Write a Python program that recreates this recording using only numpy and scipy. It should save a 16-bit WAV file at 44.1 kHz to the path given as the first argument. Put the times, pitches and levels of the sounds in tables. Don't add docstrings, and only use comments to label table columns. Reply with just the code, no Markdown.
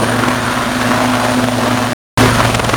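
import sys
import numpy as np
from scipy import signal
from scipy.fft import rfft, irfft, next_fast_len
from scipy.io import wavfile
from scipy.ndimage import uniform_filter1d

SR = 44100
rng = np.random.default_rng(int(sys.argv[2]) if len(sys.argv) > 2 else 0)


def to_wav(sig):
    pcm = np.clip(np.atleast_2d(sig), -1, 1) * 32767
    pcm = np.round(pcm).astype(np.int16)
    wavfile.write(sys.argv[1], SR, pcm.T)


N = 121716
TIME_S = np.arange(N) / SR
MAIN_HZ, TAIL_HZ = 20.78, 114.4
FIRST_BLADE_S = .045
BLADES_PASSED = (TIME_S - FIRST_BLADE_S) * MAIN_HZ


def amp(db):
    return 10 ** (np.asarray(db) / 20)


def unit(x):
    return x / np.sqrt(np.mean(x ** 2) + 1e-20)


def follow(rows):
    times, *columns = np.transpose(rows)
    return [np.interp(TIME_S, times, column) for column in columns]


def colour(x, spectrum):
    size = next_fast_len(N + 4096)
    size += size % 2
    hz, db = np.transpose(spectrum)
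    bin_hz = abs(np.fft.fftfreq(size, 1 / SR)) + 1
    log_gain = np.log(amp(np.interp(np.log(bin_hz), np.log(hz), db)))
    minimum_phase = np.exp(np.conj(signal.hilbert(log_gain)))
    return np.fft.ifft(np.fft.fft(x, size) * minimum_phase).real[:N]


def wander(hz):
    f = np.fft.rfftfreq(N, 1 / SR)
    return unit(irfft(rfft(rng.standard_normal(N)) * np.exp(-(f / hz) ** 2) * (f > 0), N))


def resonate(x, hz, width_hz):
    carrier = np.exp(2j * np.pi * np.cumsum(hz) / SR)
    pole = np.exp(-np.pi * width_hz / SR)
    return 2 * (carrier * signal.lfilter([1 - pole], [1, -pole], x / carrier)).real


def reflections(x):
    # delay_s, gain_db
    echoes = [(.031, -19.5), (.073, -17), (.118, -19)]
    return sum(amp(db) * np.pad(x, (round(delay_s * SR), 0))[:N] for delay_s, db in echoes)


def downwash(x, depth_db, below_hz):
    hz, _, spectra = signal.stft(x, SR, nperseg=1024, noverlap=768)
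    slow_noise = uniform_filter1d(rng.standard_normal(spectra.T.shape), size=16, axis=0)
    patches = unit(uniform_filter1d(slow_noise, size=5, axis=1)).T
    swing_db = depth_db / (1 + (hz[:, None] / below_hz) ** 2)
    return signal.istft(spectra * amp(swing_db * patches), SR, nperseg=1024, noverlap=768)[1][:N]


def turbine_whine(skirt_db, core_hz, skirt_hz):
    # time_s, pitch_hz
    pitch = [(0, 9300), (.45, 9275), (.75, 9275), (.95, 9330), (1.25, 9300), (1.5, 9335), (1.92, 9340),
             (2.2, 9385), (2.76, 9375)]
    # time_s, level_db
    levels = [(0, -33), (.3, -38.5), (.8, -40), (1.2, -38.5), (1.6, -41), (1.92, -42), (2.19, -33),
              (2.35, -35), (2.76, -38)]
    carrier = np.exp(2j * np.pi * np.cumsum(follow(pitch)[0]) / SR)
    core, skirt = (wander(hz) + 1j * wander(hz) for hz in (core_hz, skirt_hz))
    return (carrier * (core + amp(skirt_db) * skirt)).real * amp(follow(levels)[0])


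def rush():
    # time_s, roar_db, rasp_db, hiss_db
    levels = [(0, -19, -20, -26.5), (.15, -18, -17.5, -27), (.3, -18.5, -17, -27), (.43, -24.5, -22, -27.5),
              (.55, -23.5, -18, -27), (.77, -23, -21.5, -26), (.92, -18, -17.5, -24.5),
              (1.1, -21.5, -21.5, -26.5), (1.28, -21.5, -19, -24.5), (1.42, -21, -24, -27),
              (1.58, -20.5, -24.5, -26.5), (1.72, -21, -20, -26), (1.93, -21, -23, -26.5),
              (2.18, -12.5, -13, -17.5), (2.24, -17.5, -16, -20), (2.32, -20.5, -18, -22.5),
              (2.43, -19, -17, -22), (2.52, -20.5, -34, -24.5), (2.62, -22, -28, -30.5),
              (2.76, -21.5, -21, -23.5)]
    # freq_hz, gain_db
    roar_colour = [(25, -48.5), (50, -25.5), (90, -5.5), (140, -1.5), (180, -5), (250, -1), (340, -0.5),
                   (440, -3.5), (620, 3.5), (800, -2.5), (1100, -15), (2500, -36.5)]
    rasp_colour = [(100, -39.5), (600, -19.5), (1000, 0.5), (1250, -1.5), (1700, -4), (2400, -15),
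                   (4000, -32), (9000, -50)]
    hiss_colour = [(600, -9.5), (1500, 0.5), (2400, 1), (3100, 1.5), (4600, -2.5), (5000, -5), (5700, -4.5),
                   (6900, -6), (7600, -10.5), (8800, -9), (9900, -10), (10500, -17), (11400, -13.5),
                   (14000, -19), (17200, -22.5)]
    roar_db, rasp_db, hiss_db = follow(levels)
    main = np.cos(2 * np.pi * BLADES_PASSED)
    tail = np.cos(2 * np.pi * TAIL_HZ * TIME_S)
    gusts = wander(77)
    roar = colour(rng.standard_normal(N), roar_colour) * amp(.33 * main + .56 * tail + 2 * gusts)
    grit = rng.standard_normal(N) * amp(.77 * wander(490))
    rasp = colour(grit, rasp_colour) * amp(.3 * main + 1.3 * tail + gusts)
    hiss = colour(rng.standard_normal(N), hiss_colour)
    hiss *= amp(.4 * main + .28 * tail + gusts + .51 * wander(500))
    return unit(roar) * amp(roar_db) + unit(rasp) * amp(rasp_db - 1.5) + unit(hiss) * amp(hiss_db + 1)


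def rotor_tones(hum_trim_db, octave_db):
    # time_s, hum_db, drone_db
    levels = [(0, -24.5, -18.5), (.1, -24, -21.5), (.32, -27, -17.5), (.43, -27, -29.5), (.5, -28, -20),
              (.62, -31, -22), (.77, -35, -21.5), (.84, -25, -26), (.92, -30, -18), (1.0, -24.5, -18.5),
              (1.13, -29.5, -17), (1.24, -28.5, -24), (1.32, -29, -19), (1.5, -26, -16.5),
              (1.62, -27, -19.5), (1.93, -27, -20), (2.19, -13.5, -15), (2.32, -20.5, -21),
              (2.5, -20.5, -23), (2.76, -23, -36)]
    hum_db, drone_db = follow(levels)
    tail_cycles = TAIL_HZ * TIME_S + .035 * wander(2.4)
    hum = np.sin(2 * np.pi * tail_cycles) * amp(hum_db + hum_trim_db + wander(2.8))
    octave = np.sin(4 * np.pi * tail_cycles) * amp(octave_db + 4.2 * wander(8))
    drone_cycles = 2 * tail_cycles + BLADES_PASSED + .04 * wander(19)
    drone = np.sin(2 * np.pi * drone_cycles) * amp(drone_db + 1.8 * wander(14))
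    return np.sqrt(2) * (hum + octave + drone)


def tail_burble(life_s=.02, drift=.068, scatter_s=.00028, jitter_s=.00008, ring_db=-1.5):
    # time_s, level_db, ring_hz
    chop = [(0, -27.5, 1150), (.33, -25.5, 1400), (.57, -23.5, 1150), (.82, -29, 1100), (.9, -18, 1050),
            (.98, -22, 980), (1.15, -18.5, 800), (1.32, -21.5, 720), (1.45, -26, 680), (1.6, -25.5, 640),
            (1.72, -20.5, 750), (1.84, -19.5, 980), (1.93, -26.5, 1000), (2.2, -20.5, 1100),
            (2.43, -20.5, 1250), (2.76, -27.5, 1000)]
    # freq_hz, gain_db
    chop_colour = [(60, -41), (150, -20), (240, -5), (350, -2.5), (460, -5.5), (620, 0), (800, -1.5),
                   (1050, -2.5), (1600, -5), (2600, -8.5), (5000, -20.5), (16000, -34.5)]
    level_db, ring_hz = follow(chop)
    cut_s, vortex_s = np.meshgrid(np.arange(0, N / SR, 1 / TAIL_HZ),
                                  np.arange(FIRST_BLADE_S - 1 / MAIN_HZ, N / SR, 1 / MAIN_HZ))
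    age_s = cut_s - vortex_s
    vortex_lag, vortex_vigour = rng.standard_normal((2, len(cut_s), 1))
    cut_lag, cut_vigour = rng.standard_normal((2,) + cut_s.shape)
    crack_s = cut_s - drift * age_s + scatter_s * vortex_lag + jitter_s * cut_lag
    at = np.round(crack_s * SR).astype(int)
    strength = np.exp(-.5 * (age_s / life_s) ** 2) * amp(2 * vortex_vigour + 3 * cut_vigour)
    impulses = np.bincount(np.clip(at, 0, N).ravel(), (strength * (at > 0)).ravel(), N + 1)[:N]
    cracks = colour(impulses, chop_colour)
    ring = resonate(cracks, ring_hz, width_hz=400)
    return unit(unit(cracks) + amp(ring_db) * unit(ring)) * amp(level_db)


def main_thump():
    # time_s, level_db
    levels = [(0, -33), (.5, -30.5), (1.9, -34), (2.2, -18), (2.4, -21.5), (2.76, -24.5)]
    # blade_rate_multiple, relative_db
    harmonics = [(2, 2.5), (3, 6), (4, 2), (5, 0.5), (6, 6), (7, 4), (8, 1.5), (9, 0), (10, 5.5), (11, -32),
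                 (13, -16.5)]
    cycles = BLADES_PASSED + .025 * wander(5.8) - .5
    wave = sum(amp(db) * np.cos(2 * np.pi * (multiple * cycles + .13 * rng.standard_normal()))
               for multiple, db in harmonics)
    return unit(wave) * amp(follow(levels)[0])


def blade_bursts(soft_db=-21.5, rise_s=.0016, fall_s=.0046):
    # peak_s, level_db, bright_share (0-1)
    bursts = [(0.238, -16.5, 0.22), (.285, -16.5, 0.15), (.332, -23, 0), (.576, -22.5, 0), (.815, -25, 0.8),
              (1.137, -11, .03), (2.205, -14, 0.6), (2.257, -12, 0.1), (2.311, -21, 0.1), (2.357, -30, .3),
              (2.403, -7, 0), (2.452, -9.5, 0.17), (2.501, -15, 0), (2.549, -7.5, 0.4), (2.596, -9.5, 0.09),
              (2.646, -11, 0.26), (2.694, -9.5, .4), (2.738, -4.5, 0)]
    # freq_hz, gain_db
    dull_colour = [(100, -20), (300, -2.5), (600, -6.5), (1100, -1), (1800, -11), (3200, -17),
                   (5000, -29.5), (16000, -43.5)]
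    bright_colour = [(200, -14), (800, 3.5), (2800, 2.5), (4500, -6), (7000, -8), (10000, -16.5),
                     (16000, -29.5)]
    dull, bright = (unit(colour(rng.standard_normal(N) * amp(4.5 * wander(1000)), spectrum))
                    for spectrum in (dull_colour, bright_colour))
    soft_slaps = [(peak_s, soft_db - .5 * rng.standard_normal(), .25)
                  for peak_s in np.arange(FIRST_BLADE_S, N / SR, 1 / MAIN_HZ)]
    out = np.zeros(N)
    for peak_s, level_db, bright_share in bursts + soft_slaps:
        near = abs(TIME_S - peak_s) < 1 / MAIN_HZ
        age_s = TIME_S[near] - peak_s
        envelope = np.exp(-.5 * (age_s / np.where(age_s < 0, rise_s, fall_s)) ** 2)
        noise = np.sqrt(1 - bright_share) * dull[near] + np.sqrt(bright_share) * bright[near]
        out[near] += amp(level_db) * envelope * noise
    return out


def scene():
    sharp = blade_bursts() + tail_burble()
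    wash = downwash(rush() + reflections(sharp), depth_db=1.98, below_hz=3100)
    thump = main_thump()
    tones = rotor_tones(hum_trim_db=1.5, octave_db=-30.5)
    whine = turbine_whine(skirt_db=-4, core_hz=90, skirt_hz=400)
    return (sharp + wash + thump + tones + whine)[None]


def record(dry):
    silent_from_s, silent_to_s, edge_hz = 1.933, 2.1745, 17230
    live = (TIME_S < silent_from_s) | (TIME_S > silent_to_s)
    gated = dry * uniform_filter1d(live.astype(float), size=24)
    soft_clipped = gated / (1 + gated ** 8) ** (1 / 8)
    lowpass = signal.firwin(1023, edge_hz, window=("kaiser", 9), fs=SR)
    return signal.oaconvolve(soft_clipped, lowpass[None], "same")


dry = scene()
out = record(dry)
to_wav(out)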